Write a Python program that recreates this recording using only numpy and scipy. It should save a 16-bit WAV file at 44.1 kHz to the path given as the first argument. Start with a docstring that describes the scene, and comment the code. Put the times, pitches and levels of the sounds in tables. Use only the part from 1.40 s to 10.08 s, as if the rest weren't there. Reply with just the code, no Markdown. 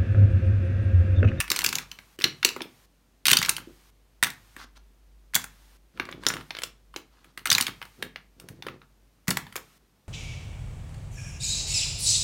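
"""Plastic lipstick and gloss tubes are gathered from a drawer and dropped into a wicker basket.
Over mains hum and hiss in a small room, handfuls clatter for 4 s: each knock rings a hollow tube and
jolts the load into a fading rattle, wood and wicker thud, and the hiss steps up after loud cracks.
From 4.5 s slim gloss tubes slide and knock, damped, on the drawer bottom. A handful lands near 6.1 s,
the hand works quietly in the drawer again, and the last tubes fall near 7.9 s."""
import sys
import numpy as np
from scipy import signal
from scipy.fft import rfft, irfft
from scipy.io import wavfile

SR = 44100
rng = np.random.default_rng(int(sys.argv[2]) if len(sys.argv) > 2 else 0)


def store_wav(level_fs):
    """Save 16-bit WAV to argv[1]."""
    pcm = np.round(np.clip(np.atleast_2d(level_fs), -1, 1) * 32767)
    wavfile.write(sys.argv[1], SR, pcm.T.astype(np.int16))


N = 382788
T = np.arange(N) / SR

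# impacts of tube on tube: t/s, relative blow level/dB, tube pitch f/Hz, relative crack level/dB
KNOCKS = [(0.0028, -13.5, 2450, 0), (0.0096, -14, 2660, -11.5), (0.0789, -27.5, 2300, -10),
          (0.1024, -13, 4300, -3), (0.1161, -10.5, 3910, -1), (0.1508, -27.5, 2380, -11),
          (0.162, -16.5, 4110, -2.5), (0.1707, -21.5, 4150, -16), (0.19, -15, 3080, 0),
          (0.208, -21, 2950, -8), (0.2178, -20, 2760, -5.5), (0.2414, -24, 2300, 7.5),
          (0.2453, -10, 2480, -3), (0.2625, -10, 4600, -2.5), (0.2893, -19.5, 4160, -0.5),
          (0.3278, -16.5, 2500, -4), (0.354, -15.5, 4250, 0), (0.3846, -18, 3800, -6),
          (0.5152, -25.5, 4300, -11), (0.588, -31.5, 2340, -15), (0.7891, -29, 2893, -9.5),
          (0.8012, -31.5, 2980, -6), (0.8115, -22, 2600, -16.5), (0.8195, -21.5, 3860, -10.5),
          (0.841, -2, 4070, -15.5), (1.0291, -13.5, 3400, -20), (1.0483, -1.5, 4045, -4),
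          (1.0894, -17, 3690, -8.5), (1.1633, -22.5, 1350, -15.5), (1.2058, -22.5, 1270, -46),
          (1.219, -21.5, 3530, -11.5), (1.855, -10, 3580, -4.5), (1.861, -14.5, 3400, -6.5),
          (1.8671, -8.5, 3810, -2), (1.8826, -5, 3220, -4.5), (1.892, -13, 2840, -4.5),
          (1.901, -11.5, 2880, -1.5), (1.9083, -11.5, 2840, -4), (1.9142, -4, 2910, -1.5),
          (1.9315, 0, 3082, -6), (1.9694, -3.5, 4440, -7), (1.988, -16.5, 3390, -1.5),
          (2.0159, -15, 1950, -8.5), (2.0283, -12, 3200, -6.5), (2.049, -15.5, 3720, -11),
          (2.06, -21.5, 2570, -1), (2.0853, -18, 1515, -12), (2.0938, -10, 3900, 4),
          (2.1659, -20.5, 3000, -2.5), (2.1812, -25.5, 1740, -12), (2.8274, -4, 1750, -7.5),
          (2.835, -11.5, 2566, 1.5), (2.844, -14, 3056, -7.5), (2.869, -19, 1565, -9.5),
          (2.9025, -32, 3800, 1), (3.1648, -30.5, 1820, -11.5), (3.9365, -26.5, 1700, -12),
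          (3.9453, -18, 3100, 0), (3.953, -10.5, 3500, 5.5), (3.961, -11.5, 1600, -3),
          (4.017, -39, 5600, 2), (4.041, -27, 1620, -0.5), (4.575, -39, 1570, -17),
          (4.5982, -16, 1970, -22), (4.653, -36, 2795, -12), (4.6896, -28.5, 1030, -24),
          (4.714, -42.5, 3000, 0), (4.726, -30, 2280, -25), (4.8357, -31.5, 1540, -12),
          (4.851, -35, 2080, -17), (4.8658, -7.5, 5300, -7.5), (4.8854, -26.5, 5760, 13.5),
          (4.9023, -18.5, 1660, -22), (4.938, -24, 3180, -6.5), (4.967, -27.5, 1560, -13),
          (5.01, -34.5, 1590, -14), (5.1065, -22.5, 2900, -20), (5.15, -27.5, 3300, -24),
          (5.1679, -27.5, 3600, -19), (5.1877, -25.5, 2600, -9.5), (5.219, -28.5, 2300, -4),
          (5.235, -19, 3900, -2.5), (5.5407, -37, 1210, -15), (5.562, -23.5, 3630, -9),
          (5.8446, -46, 2000, -6), (5.9755, -24.5, 1870, -10), (5.9923, -37, 2890, -14.5),
          (6.0563, -13.5, 1870, -6), (6.0623, -21, 2000, -4.5), (6.0718, -19, 2735, -4),
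          (6.093, -24, 1510, -15.5), (6.1022, -5, 6220, -9.5), (6.1148, -8, 2180, -2.5),
          (6.1185, -7, 3600, -11), (6.128, -7.5, 4940, -5), (6.15, -6, 4050, -8.5), (6.182, -8, 2400, -6),
          (6.203, -16.5, 1800, -8), (6.21, -12, 4240, 0.5), (6.224, -18.5, 4170, -0.5),
          (6.267, -15, 3420, -9.5), (6.2812, -21, 1930, -12), (6.4161, -28.5, 1850, -15),
          (6.4258, -31, 1440, -11.5), (6.453, -41, 2210, -5), (6.6254, -19.5, 2320, -8.5),
          (6.7596, -27, 2250, -24), (6.999, -39.5, 4000, 0), (7.0868, -37, 2020, 1),
          (7.2235, -29, 3670, -16), (7.267, -27, 1340, -11), (7.285, -27, 1506, -36),
          (7.417, -43.5, 1390, -22.5), (7.873, -34, 2010, -7), (7.881, -15.5, 2096, -1),
          (7.8897, -19, 1830, -4), (7.9056, -18, 4490, 5), (7.9096, -15, 1720, -6),
          (7.9705, -13.5, 1750, -4.5), (8.067, -33.5, 1560, -17), (8.125, -35.5, 2180, -9),
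          (8.1568, -22.5, 1860, -5.5), (8.163, -24.5, 2290, 2), (8.177, -29.5, 1970, -20)]
# impacts on basket and drawer bottom: t/s, relative level/dB, f/Hz
THUDS = [(0.115, -32, 396), (0.789, -35, 348), (0.853, -27.5, 335), (1.052, -27.5, 390),
         (1.165, -32.5, 390), (1.213, -33, 335), (1.915, -33, 134.3), (1.991, -32, 151), (2.273, -40, 325),
         (3.167, -47.5, 282.6), (3.953, -36, 188.5), (4.601, -34.5, 343), (4.868, -31.5, 291.3),
         (5.562, -37.5, 330.6), (6.118, -34.5, 137), (6.159, -39, 134), (6.626, -41, 401),
         (7.039, -47, 167.5), (7.101, -42.5, 130.4), (7.266, -31, 428), (7.883, -21.5, 175.2),
         (8.159, -35, 443)]
# tubes sliding under the hand: start t/s, end t/s, friction level/dB, board level/dB
SLIDES = [(0.082, 0.45, -47.5, -58.5), (2.122, 2.333, -71, -66), (3.167, 3.252, -47.5, -62.5),
          (3.351, 3.378, -49, -55.5), (4.53, 4.82, -65.5, -51.5), (4.8, 5.033, -53, -49.5),
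          (5.699, 5.93, -67, -68.5), (6.571, 6.671, -65, -47), (6.959, 7.222, -71, -56.5),
          (7.213, 7.367, -67, -56.5)]
# spectrum of room tone and microphone hiss: f/Hz, relative density level/dB
AIR_SPECTRUM = [(41, -43), (70, -11), (148, -9.5), (293, -13.5), (664, -20.5), (1470, -25), (12500, -33),
                (15700, -37), (16100, -51.5)]


def from_db(db):
    return 10 ** (np.asarray(db) / 20)


def unit_rms(x):
    return x / np.sqrt(np.mean(x ** 2) + 1e-20)


def unit_energy(rows):
    return rows / np.sqrt(np.sum(rows ** 2, axis=1, keepdims=True))


def decay(t, t60):
    return from_db(-60 * t / t60)


def at_hz(points, hz):
    """Interpolation along a logarithmic frequency axis."""
    known_hz, values = np.transpose(points)
    return np.interp(np.log(hz + 1), np.log(known_hz), values)


def coloured(x, spectrum):
    """Spectral weighting, scaled to unit rms."""
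    hz = np.fft.rfftfreq(len(x), 1 / SR)
    return unit_rms(irfft(rfft(x) * from_db(at_hz(spectrum, hz)), len(x)))


def filtered(x, kind, hz, order=2):
    return signal.sosfilt(signal.butter(order, hz, kind, fs=SR, output="sos"), x)


def band(x, low_hz, high_hz):
    return filtered(x, "band", [low_hz, high_hz])


def placed(times, rows):
    """Superposition of short sounds, one a row, each at its own time."""
    out = np.zeros(N + rows.shape[1])
    for onset, row in zip(times, rows):
        at = max(round(onset * SR), 0)
        out[at:at + len(row)] += row
    return out[:N]


def slide_envelope(levels_db, rise_s=0.03, fall_share=0.12):
    """Friction sounds while motion lasts: each slide rises, holds and falls."""
    out = np.zeros(N)
    for (start, end, *_), level_db in zip(SLIDES, levels_db):
        fall_s = fall_share * (end - start - rise_s)
        out += from_db(level_db) * np.interp(T, [start, start + rise_s, end - fall_s, end], [0, 1, 1, 0])
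    return out


def jolt_envelope(blows, gain_db, t60, exponent=0.74):
    """Energy from blows adds up and decays exponentially; hard blows jolt less than in proportion."""
    onsets, blow_db = np.transpose(blows)[:2]
    energy = np.zeros(N)
    energy[(onsets * SR).astype(int)] = from_db(exponent * blow_db + gain_db) ** 2
    return np.sqrt(signal.lfilter([1], [1, -decay(2 / SR, t60)], energy + 1e-18))


def air():
    """Stationary broadband noise: room tone and microphone hiss."""
    return coloured(rng.standard_normal(N), AIR_SPECTRUM)


def hum(mains_hz=49.5, rumble_db=-5.5):
    """Beating: a mains tone interferes with the narrow-band rumble around it."""
    # wavering strength of the hum: t/s, level/dB
    hum_levels = [(0.0, -49), (0.34, -53.5), (0.63, -68), (1.86, -66.5), (2.03, -51.5), (2.39, -65),
                  (3.36, -57), (7.95, -63), (8.68, -71)]
    envelope = from_db(np.interp(T, *np.transpose(hum_levels)))
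    rumble = unit_rms(band(band(rng.standard_normal(N), 44, 58), 44, 58))
    return envelope * (np.sqrt(2) * np.sin(2 * np.pi * mains_hz * T) + from_db(rumble_db) * rumble)


def hiss_spells(level_db=-63, threshold_db=-20.5, hold_s=0.41):
    """Gated noise: extra hiss holds for a while after each loud crack."""
    loud_onsets = [onset for onset, blow_db, _, bright_db in KNOCKS if blow_db + bright_db > threshold_db]
    gate = sum((T > onset) & (T < onset + hold_s) for onset in loud_onsets) > 0
    return from_db(level_db) * gate * unit_rms(band(air(), 900, 19000))


def room(x, build_up_s=0.0057):
    """Reverberation: dense reflections act as noise that decays at its own rate in each octave."""
    # reverberation time of the small room: f/Hz, t60/s
    reverb_times = [(100, 0.89), (260, 0.25), (700, 0.33), (1840, 0.27), (4850, 0.26), (12800, 0.018)]
    t = np.arange(SR // 2) / SR
    tail = 0
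    for low_hz in 60 * 2. ** np.arange(8):
        octave = band(rng.standard_normal(len(t)), low_hz, 2 * low_hz)
        tail = tail + octave * decay(t, at_hz(reverb_times, np.sqrt(2) * low_hz))
    tail *= np.minimum(t / build_up_s, 1)
    return signal.fftconvolve(x, tail / np.sqrt(np.sum(tail ** 2)))[:N]


def boards(pushes_per_s=45.0, t60=0.21):
    """Forced vibration: basket and drawer bottom grumble under uneven pushes of the moving load."""
    pushes = rng.standard_normal(N) * (0.09 + 3.0 * (rng.random(N) < pushes_per_s / SR))
    grumble = band(pushes, 49, 700)
    by_tubes = slide_envelope(np.transpose(SLIDES)[3]) + jolt_envelope(KNOCKS, gain_db=-38, t60=t60)
    by_thuds = jolt_envelope(THUDS, gain_db=-22, t60=t60)
    return by_tubes * unit_rms(band(grumble, 100, 380)) + by_thuds * unit_rms(band(grumble, 190, 530))


def thuds(t60_cycles=5.8, rise_s=0.0027, gain_db=3.5):
    """Damped free vibration: a soft push sets a board ringing for a few cycles."""
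    onsets, level_db, pitch_hz = np.transpose(THUDS)
    t = np.arange(8192) / SR
    cycles = pitch_hz[:, None] * t
    ring = np.sin(2 * np.pi * cycles) * decay(cycles, t60_cycles) * (1 - np.exp(-t / rise_s))
    ring /= np.abs(ring).max(axis=1, keepdims=True)
    return placed(onsets, from_db(level_db + gain_db)[:, None] * ring)


def rattle(ticks_per_s=360.0, uneven_db=4.0, rub_db=1.5, t60_cycles=5.7, split_hz=4700.0, jolt_t60=0.16):
    """Shot noise and friction: small contacts excite tube resonances as the load shakes or slides."""
    # spectral weighting of plastic rattling on plastic: f/Hz, relative level/dB
    rattle_spectrum = [(400, -29), (718, -20.5), (1200, -9), (2400, -11), (10500, -9), (16000, -14.5)]
    # spectral weighting of rubbing on wicker and board: f/Hz, relative level/dB
    scuff_spectrum = [(500, -14.5), (1300, 0), (2700, -7.5), (4300, -4.5), (16000, -26.5)]
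    sizes = from_db(uneven_db * np.minimum(rng.exponential(1, N), 2.5)) * rng.choice([-1, 1], N)
    ticks = sizes * (rng.random(N) < ticks_per_s / SR)
    struck_mode = rng.integers(0, 16, N)
    rings = np.zeros(N)
    for k, hz in enumerate(np.geomspace(900, 14000, 16)):
        radius, angle = decay(hz / SR, t60_cycles), 2 * np.pi * hz / SR
        feedback = [1, -2 * radius * np.cos(angle), radius ** 2]
        rings += signal.lfilter([np.sin(angle)], feedback, ticks * (struck_mode == k) + 1e-18)
    grains = coloured(unit_rms(rings + ticks) + from_db(rub_db) * rng.standard_normal(N), rattle_spectrum)
    scuff = coloured(from_db(-rub_db) * unit_rms(rings) + 2 * rng.standard_normal(N), scuff_spectrum)
    bass_db = -28
    treble_db = bass_db + 4.5 + 0.57 * np.transpose(KNOCKS)[3]   # bright knocks leave a bright rattle
    bass = jolt_envelope(KNOCKS, bass_db, jolt_t60) * unit_rms(filtered(grains, "low", split_hz))
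    treble = jolt_envelope(KNOCKS, treble_db, jolt_t60) * unit_rms(filtered(grains, "high", split_hz))
    return bass + treble + slide_envelope(np.transpose(SLIDES)[2]) * scuff


def tube_ring(force, t, pitch_hz, t60_scale, scatter, spread_db=2.5):
    """Modal response: the contact force is convolved with the unevenly struck modes of a hollow tube."""
    # modes of a tube: frequency/pitch, relative level/dB, t60/s away from the drawer
    tube_modes = [(.68, -4, .0035), (1.0, 0, .0042), (1.4, -8, .0025), (2.0, -10, .002)]
    response = 0
    for k, (ratio, level_db, t60) in enumerate(tube_modes):
        amplitude = from_db(level_db + spread_db * scatter[:, [k]])
        phase = 2 * np.pi * ratio * pitch_hz[:, None] * t
        response = response + amplitude * np.sin(phase) * decay(t, t60 * t60_scale)
    ring = signal.fftconvolve(force, response, axes=1)[:, :len(t)]
    # little sounds below the lowest mode
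    ring = np.array([band(row, 0.5 * hz, 12000) for row, hz in zip(ring, pitch_hz)])
    return unit_energy(filtered(ring, "low", 6300, order=5))   # plastic damps its highest modes at once


def edge_crack(force, t, is_gloss, scatter, cap_hz=9000, cap_t60=0.005, cap_db=-3):
    """Hard contact: edges radiate a bright crack, lower on gloss tubes, and a cap resonates briefly."""
    crack = unit_energy(np.where(is_gloss, band(force, 6000, 10700), band(force, 5400, 15000)))
    glint_hz = cap_hz * from_db(2 * np.tanh(scatter))   # each cap has its own pitch
    cap_mode = np.sin(2 * np.pi * glint_hz * t) * decay(t, cap_t60)
    glint = signal.fftconvolve(crack, cap_mode, axes=1)[:, :len(t)]
    return unit_energy(crack + from_db(cap_db) * unit_energy(glint))


def knocks(typical_rise_s=0.0008, contact_t60=0.017, ring_db=14.0, crack_db=15.5, drawer_db=11.0):
    """Impact excitation: a few ms of uneven contact force drive tube, edges and, in the drawer, board."""
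    # spells of work on the drawer bottom, the first with gloss tubes: start t/s, end t/s
    drawer_spells = [(4.5, 5.9), (6.4, 7.8)]
    onsets, blow_db, pitch_hz, bright_db = np.transpose(KNOCKS)
    in_spell = [((onsets > start) & (onsets < end))[:, None] for start, end in drawer_spells]
    in_drawer = sum(in_spell)
    t = np.arange(1024) / SR
    noise, roughness, scatter = rng.standard_normal((len(onsets), 3, len(t))).swapaxes(0, 1)
    rise_s = typical_rise_s * from_db(3 * scatter[:, -1:])   # glancing knocks build up more slowly
    force = noise * np.abs(roughness) * (1 - np.exp(-(t / rise_s) ** 2)) * decay(t, contact_t60)
    t60_scale = np.where(in_drawer, 0.18, 1)   # the drawer bottom damps the tubes
    ring = tube_ring(force, t, pitch_hz, t60_scale, scatter=scatter[:, -2::-1])
    crack = edge_crack(force, t, is_gloss=in_spell[0], scatter=scatter[:, [-8]])
    tubes = from_db(ring_db) * ring + from_db(crack_db + bright_db)[:, None] * crack
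    tubes = band(tubes, 720, 21000)   # small tubes radiate little bass
    drawer = in_drawer * from_db(drawer_db) * unit_energy(band(force, 380, 2200))
    return placed(onsets - rise_s[:, 0], from_db(blow_db)[:, None] * (tubes + drawer))


def scene():
    """Superposition of direct sound, reverberation, air and hum."""
    impacts = knocks()
    load = thuds() + rattle() + boards()
    background = from_db(-67) * air()
    reverberation = room(from_db(-14) * impacts + from_db(-12.5) * load)
    return (impacts + load + reverberation + background + hum())[None]


def record(dry):
    """Filtering and saturation: the microphone adds hiss and dips at its port;
    peaks are rounded, and the deepest bass and highest treble are cut off."""
    # dips in the sensitivity of the microphone port: f/Hz, bandwidth/Hz, depth (0-1)
    port_dips = [(7600, 700, .3), (10500, 800, .45)]
    heard = dry + hiss_spells()
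    for hz, width_hz, depth in port_dips:
        heard = heard - depth * signal.lfilter(*signal.iirpeak(hz, hz / width_hz, SR), heard)
    rounded = 0.9 * np.tanh(heard / 0.9)
    treble_cut = signal.cheby2(24, 115, 16900, fs=SR, output="sos")
    return signal.sosfilt(treble_cut, filtered(rounded, "high", 40.0, order=3))


dry = scene()
out = record(dry)
store_wav(out)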